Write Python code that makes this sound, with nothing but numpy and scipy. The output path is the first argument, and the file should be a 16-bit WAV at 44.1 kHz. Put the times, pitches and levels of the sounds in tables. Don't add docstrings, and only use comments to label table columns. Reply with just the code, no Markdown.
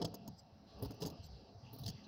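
import sys
import numpy as np
from scipy import signal
from scipy.fft import rfft, irfft
from scipy.io import wavfile
from scipy.ndimage import uniform_filter1d

SR = 44100
rng = np.random.default_rng(int(sys.argv[2]) if len(sys.argv) > 2 else 0)


def wrap_up_sound(samples):
    columns = np.atleast_2d(samples).T
    tamed = np.clip(columns, -1, 1)
    steps = np.round(tamed * 32767).astype(np.int16)
    wavfile.write(sys.argv[1], SR, steps)


def gain_from_db(level_db):
    decades = np.asarray(level_db, float) / 20
    return 10 ** decades


N = 91507

# f/Hz, level/dB
ROOM_TONE = [(25, -26), (55, -1.5), (105, 5.5), (190, -9), (330, -24), (1500, -23), (7900, -49)]
# t/s, f/Hz
PIVOT_SQUEAK = [
    (1.944, 14250),
    (1.975, 14950),
    (2.0, 14600),
    (2.038, 13750),
]
# t/s, level/dB, share of the low blade notes/dB
BLADE_RUB = [(0, -60.5, -9), (.2, -70.5, 1), (.38, -69, -6.5), (.45, -73, -3.5), (.66, -74.5, -2.5),
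             (.69, -67, 1), (1.28, -65.5, -2.5), (1.31, -62.5, -23), (1.35, -64.5, -1), (1.5, -68, -1.5),
             (1.56, -70.5, -13), (1.621, -63.5, -19), (1.645, -67, 6), (1.7, -67, 5), (1.74, -65.5, 1),
             (1.93, -61, -2), (2.07, -68, 5)]
# t/s, level/dB
CLOTH_DRAG = [(0, -54.5), (.12, -59.5), (0.362, -64), (0.682, -64.5), (0.781, -58.5), (.95, -61),
              (1.13, -58.5), (1.218, -63.5), (1.7, -62.5), (1.9, -62), (2.07, -61)]
# t/s, level/dB
FIBRE_CRACKLE = [(0.77, -105), (0.83, -87), (0.96, -91), (0.985, -105), (1.0, -100), (1.03, -77),
                 (1.12, -87), (1.16, -105), (1.7, -105), (1.73, -91), (1.9, -80), (1.95, -105)]
# t/s, level/dB, length/s
EDGE_SLIDES = [
    (0.365, -71.5, 0.044),
    (1.222, -68, 0.049),
]
# t/s, tip level/dB, body level/dB,
# length/s, body f/Hz
CLOTH_BRUSHES = [
    (0.36, -86.5, -66, 0.037, 5000),
    (1.217, -81.5, -65, 0.032, 4350),
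    (1.243, -75.5, -70, 0.024, 4900),
    (0.782, -82, -74, 0.016, 4800),
    (0.875, -82, -82, 0.015, 5500),
    (1.932, -100, -76.5, 0.07, 1970),
    (1.615, -105, -73, 0.064, 2810),
    (1.834, -100, -56, 0.0076, 3930),
    (2.031, -95, -67, 0.022, 4140),
]
# t/s, level/dB, f/Hz, length/s
HAND_THUMPS = [(0.014, -44.5, 170, 0.053), (0.044, -35.5, 166.5, 0.033), (0.089, -50, 162, 0.058),
               (0.129, -49, 105, 0.014), (0.199, -54.5, 142.7, 0.11), (0.291, -41.5, 143.2, 0.037),
               (0.329, -53, 173.4, 0.044), (0.429, -60, 155, 0.045), (0.51, -59, 105, 0.05),
               (0.532, -53.5, 97, 0.021), (0.619, -81.5, 101, 0.028), (0.763, -51.5, 62, 0.051),
               (0.825, -36, 109, 0.037), (0.859, -40, 67, 0.039), (0.889, -49.5, 113, 0.11),
               (1.013, -37, 167, 0.051), (1.04, -42.5, 88.5, 0.068), (1.129, -42.5, 158, 0.022),
               (1.192, -46, 80, 0.038), (1.244, -42.5, 80.4, 0.025), (1.292, -47.5, 64.8, 0.067),
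               (1.332, -53, 55.3, 0.091), (1.551, -49.5, 103.4, 0.046), (1.634, -48, 121, 0.074),
               (1.725, -48, 108.9, 0.11), (1.799, -43, 137.3, 0.064), (1.841, -41.5, 100, 0.057),
               (1.861, -38, 106.6, 0.053), (1.894, -34.5, 149, 0.016), (1.929, -43.5, 125.5, 0.036)]
# t/s, blade-tip level/dB, blade-body level/dB, table level/dB
QUICK_BITES = [(0.0164, -49, -43, -33.5), (0.0466, -41, -41.5, -33), (0.0742, -60, -69, -44),
               (0.142, -38, -53, -40.5), (0.2778, -40.5, -55, -42), (0.908, -47, -60, -41.5),
               (0.9443, -54, -69, -46), (1.0051, -48, -54.5, -44.5), (1.0518, -51, -48.5, -36),
               (1.1007, -47.5, -58, -50.5), (1.7624, -47, -72, -53.5), (1.836, -46, -59, -52),
               (1.8498, -60, -60, -87), (1.8604, -42, -45, -48.5), (1.9001, -45, -51.5, -47)]
QUICK_LENGTHS = [13, 11, 11, 12, 9, 12, 4, 12, 6, 9, 6, 6, 4, 11, 6]
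# t/s, blade-tip level/dB, blade-body level/dB, table level/dB
LONG_BITES = [
    (0.8246, -36, -57, -37.5),
    (0.848, -44.5, -56.5, -41),
    (1.0203, -41, -46, -32.5),
    (1.061, -38, -49, -38),
    (1.08, -51, -59.5, -41),
    (1.7324, -41.5, -68, -49.5),
    (1.7857, -41, -60.5, -48),
    (1.8075, -51, -71, -77),
    (1.8773, -42.5, -45.5, -47.5),
]
LONG_LENGTHS = [18, 22, 16, 17, 13, 22, 16, 22, 20]
# shares of blade edge/dB, low, middle and top table notes/dB
BITE_COLOURS = [(-3.5, 2.5, 0, 4.5), (-5, 1, -13, -2), (-4, -6, -6, -2.5), (0, -0.5, -0.5, -4.5),
                (7.5, 1.5, -7.5, 6), (1, 3.5, -6, -14), (2, -3, 2, -12), (0, 1, 0, -4), (-1, 2, -3, -3),
                (-1, -2, -1, -6), (-5, 1, 0, -2), (-8, 1, 1, -3), (-9, 0, 5, -6), (-5, -3.5, -3.5, -2),
                (-3, 4, 0, -19), (-5, -5.5, 3.5, -3.5), (-7, -0.5, -2, 0.5), (-0.5, -6.5, 7, 3.5),
                (9.5, 2, -2, -1), (-1, -3, -18, -3), (-13, 3.5, -3.5, -1.5), (-15, 0, 1.5, -0.5),
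                (-10, -3, -5, 0), (0.5, 0, 2, -6)]
# f/Hz, width/Hz, level/dB
TIP_NOTES = [(10600, 770, -5), (11480, 270, -6), (12100, 640, -6), (13920, 450, -2.5), (15380, 770, 3.5),
             (15070, 740, 4.5)]
# f/Hz, width/Hz, level/dB
BLADE_NOTES = [(2745, 246, -12.5), (3042, 190, -11.5), (3347, 250, -7), (4075, 370, -3), (4540, 147, 1.5),
               (4846, 340, 0.5), (5148, 326, 3), (5630, 110, -9), (5902, 44, -12.5), (6265, 55, -12.5)]
# f/Hz, width/Hz, level/dB
EDGE_NOTES = [(1900, 380, -19.5), (6486, 600, -2), (7790, 280, -15), (8960, 980, -12.5)]
# f/Hz, width/Hz, level/dB
TABLE_NOTES = [(170, 66, 0), (278, 61, 3.5), (427, 46, 0), (547.6, 41, -13.5), (666, 34, -7),
               (898.4, 45, -6.5), (934, 36, -16.5)]
# f/Hz, width/Hz, level/dB
BOARD_NOTES = [(65, 25, -8), (106, 20, 0), (153, 35, -3)]
# f/Hz, width/Hz, level/dB
CLOTH_NOTES = [(201.7, 36, -1), (268.7, 73, -6.5), (433, 94, -7), (559.5, 63, -9), (678, 44, -7),
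               (764.5, 70, -8), (885, 83, -12.5), (1131, 110, -16.5), (1334, 70, -24), (1636, 100, -27)]
# f/Hz, width/Hz, level/dB
FIBRE_NOTES = [(11350, 350, -8), (13500, 600, -7), (14550, 320, -0.5)]
# f/Hz, width/Hz, level/dB
BRUSH_UPPER_NOTE = (6040, 320, -10.5)


def unit(x):
    return x / np.sqrt(np.mean(x ** 2) + 1e-30)


def ring(x, hz, width):
    b, a = signal.iirpeak(min(hz, 0.45 * SR), hz / width, fs=SR)
    return signal.lfilter(b, a, x)


def body(x, notes, colour_db=0):
    out = 0
    levels_db = np.array(notes)[:, 2] + colour_db
    for k, (hz, width, _) in enumerate(notes):
        tone = ring(ring(x, hz, width), hz, 3 * width)
        out = out + (-1) ** k * gain_from_db(levels_db[k]) / np.sqrt(width) * tone
    return out


def walk(rate):
    hold = int(SR / rate)
    steps = np.repeat(rng.standard_normal(N // hold + 1), hold)
    return 1.3 * uniform_filter1d(uniform_filter1d(steps, hold), hold)[:N]


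def add(out, s, x):
    i = max(int(s * SR), 0)
    out[i:i + len(x)] += x[:N - i]


def strike(push, notes, db, length_s, colour_db=2.5):
    x = body(push, notes, colour_db * rng.standard_normal(len(notes)))
    main_part = x[:int((length_s + 0.004) * SR)]
    return gain_from_db(db) * x / np.sqrt(np.mean(main_part ** 2))


def friction(notes, flicker_db, rate, tilt_db):
    out = 0
    for (hz, width, db), extra_db in zip(notes, tilt_db):
        grit = rng.standard_normal(N) * gain_from_db(2 * rng.exponential(size=N))
        tone = unit(ring(ring(grit, hz, width), hz, 3 * width))
        out = out + gain_from_db(db + extra_db + flicker_db * walk(rate)) * tone
    return out


def room():
    f = np.maximum(np.fft.rfftfreq(N, 1 / SR), 1)
    hz, db = np.array(ROOM_TONE).T
    spectrum = rfft(rng.standard_normal(N)) * gain_from_db(np.interp(np.log(f), np.log(hz), db))
    tone = unit(irfft(spectrum, N))
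    hiss = unit(body(rng.standard_normal(N), [(15440, 730, 32), (9300, 7000, 3.0)]))
    return gain_from_db(-66 + 2 * walk(16)) * tone + gain_from_db(-101 + 0.75 * walk(9.4)) * hiss


def squeak(t):
    s, hz = np.array(PIVOT_SQUEAK).T
    shape = np.clip(np.minimum(t - s[0], s[-1] - t) / 0.015, 0, 1)
    whistle = np.sin(2 * np.pi * np.cumsum(np.interp(t, s, hz)) / SR)
    return gain_from_db(-91 + 2.5 * walk(60)) * shape * whistle


def rubbing(t):
    rub_s, rub_db, low_db = np.array(BLADE_RUB).T
    drag_s, drag_db = np.array(CLOTH_DRAG).T
    rub_level = np.interp(t, rub_s, rub_db)
    drag_level = np.interp(t, drag_s, drag_db)
    low = np.interp(t, rub_s, low_db)
    weight = 2.03 * (drag_level + 62)
    steel_tilt = [low + 10, low + 5, low / 2 + 1, low / 4 + 4, -3, 0, -3, 3, 4, -8]
    cloth_tilt = [0, weight, weight, weight / 2] + [0] * len(CLOTH_NOTES)
    steel = friction(BLADE_NOTES, 3.0, 13.06, steel_tilt)
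    cloth = friction(CLOTH_NOTES, 3.5, 16.165, cloth_tilt)
    return gain_from_db(rub_level - 10.5) * steel + gain_from_db(drag_level - 3.0) * cloth


def fibres(t):
    s, db = np.array(FIBRE_CRACKLE).T
    crackle = friction(FIBRE_NOTES, 2.6, 54, [0] * len(FIBRE_NOTES))
    return gain_from_db(np.interp(t, s, db) + 2.8 * walk(90)) * crackle


def slides():
    out, t = np.zeros(N), np.arange(3000) / SR
    from_hz, to_hz, settle_s, width_hz = 8900, 7530, 0.0082, 290
    hz = to_hz + (from_hz - to_hz) * np.exp(-(t / settle_s) ** 2 / 2)
    for s, db, length_s in EDGE_SLIDES:
        grain = unit(uniform_filter1d(rng.standard_normal(len(t)), int(SR / width_hz)))
        swell = np.sin(np.pi * np.minimum(t / length_s, 1) ** 1.64)
        add(out, s, gain_from_db(db) * swell * grain * np.sin(2 * np.pi * np.cumsum(hz) / SR))
    return out


def brushes():
    out, t = np.zeros(N), np.arange(6000) / SR
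    for s, tip_db, body_db, length_s, hz in CLOTH_BRUSHES:
        patchy = gain_from_db(2.5 * np.repeat(rng.standard_normal(30), 200))
        swell = np.sin(np.pi * np.minimum(t / (1.68 * length_s), 1)) ** 2
        push = rng.standard_normal(len(t)) * patchy * swell
        tips = strike(push, FIBRE_NOTES, tip_db, length_s)
        steel = strike(push, [(hz, 370, 0), BRUSH_UPPER_NOTE], body_db, length_s, 0)
        add(out, s, tips + steel)
    return out


def thumps():
    out, t = np.zeros(N), np.arange(6000) / SR
    for s, db, hz, length_s in HAND_THUMPS:
        u = t / np.clip(length_s, 0.008, 0.09)
        swing = np.sin(2 * np.pi * (hz * t + rng.random()))
        rough = gain_from_db(-5) * unit(body(rng.standard_normal(len(t)), BOARD_NOTES))
        shape = np.minimum(u / 0.12, 1) * np.exp(-u ** 2)
        add(out, s - 0.006, gain_from_db(db - 4) * shape * (swing + rough))
    return out


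def flurry(length_s, attack_s):
    t = np.arange(6000) / SR
    snaps_per_s, spread_db, clump_db = 2200, 3.0, 2.5
    hit = rng.random(len(t)) < snaps_per_s / SR
    size = rng.exponential(size=len(t))
    noise = rng.standard_normal(len(t))
    clumps = uniform_filter1d(np.repeat(rng.standard_normal(50), 120), 60)
    snaps = unit(hit * gain_from_db(spread_db * size) * np.sign(noise) + 0.072 * noise)
    hold = np.exp(-(t / length_s) ** 3)
    tail = gain_from_db(-24) * np.exp(-t / 0.012)
    return snaps * gain_from_db(clump_db * clumps) * np.minimum(t / attack_s, 1) * (hold + tail)


def knock(push, db, low_db, middle_db, top_db, length_s):
    out, t = 0, np.arange(len(push)) / SR
    u = t / (length_s + 0.0032)
    swell = 4.8 * u * np.exp(-1.6 * u ** 2)
    for hz, width, note_db in TABLE_NOTES:
        level, detune, phase = rng.standard_normal(3)
        share_db = note_db + low_db * (230 < hz < 350) + middle_db * (350 < hz < 480) + top_db * (hz > 800)
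        swing = swell * np.sin(2 * np.pi * hz * (1 + 0.035 * detune) * t + 9 * phase)
        rough = strike(push, [(hz, 2 * width, 0)], -5, length_s, 0)
        out = out + gain_from_db(share_db + 2.0 * level) * (swing + rough)
    return gain_from_db(db) * out


def bites():
    out, attack_s, table_lead_s = np.zeros(N), 0.0025, 0.002
    events = zip(QUICK_BITES + LONG_BITES, QUICK_LENGTHS + LONG_LENGTHS, BITE_COLOURS)
    for (s, tip_db, blade_db, table_db), ms, (edge_db, *shares_db) in events:
        length_s, start = ms / 1000, s - attack_s
        snaps = flurry(length_s, attack_s)
        push = flurry(1.315 * length_s, 1.46 * attack_s) + 0.4 * snaps
        edge = [(hz, width, db + edge_db) for hz, width, db in EDGE_NOTES]
        add(out, start, strike(snaps, TIP_NOTES, tip_db - 19.5, length_s))
        add(out, start, strike(push, BLADE_NOTES + edge, blade_db - 3.5, length_s))
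        add(out, start - table_lead_s, knock(push, table_db - 15.5, *shares_db, length_s))
    return out


def scene():
    t = np.arange(N) / SR
    background = room() + squeak(t) + rubbing(t) + fibres(t)
    handling = slides() + brushes() + thumps()
    return (background + handling + bites())[None]


def roll_off(x):
    return signal.sosfilt(signal.butter(12, 16800, fs=SR, output="sos"), x)


def record(dry):
    low_pass = signal.ellip(8, 0.2, 40, 15950, fs=SR, output="sos")
    mix = signal.sosfilt(low_pass, dry)
    return roll_off(mix)


dry = scene()
out = record(dry)
wrap_up_sound(out)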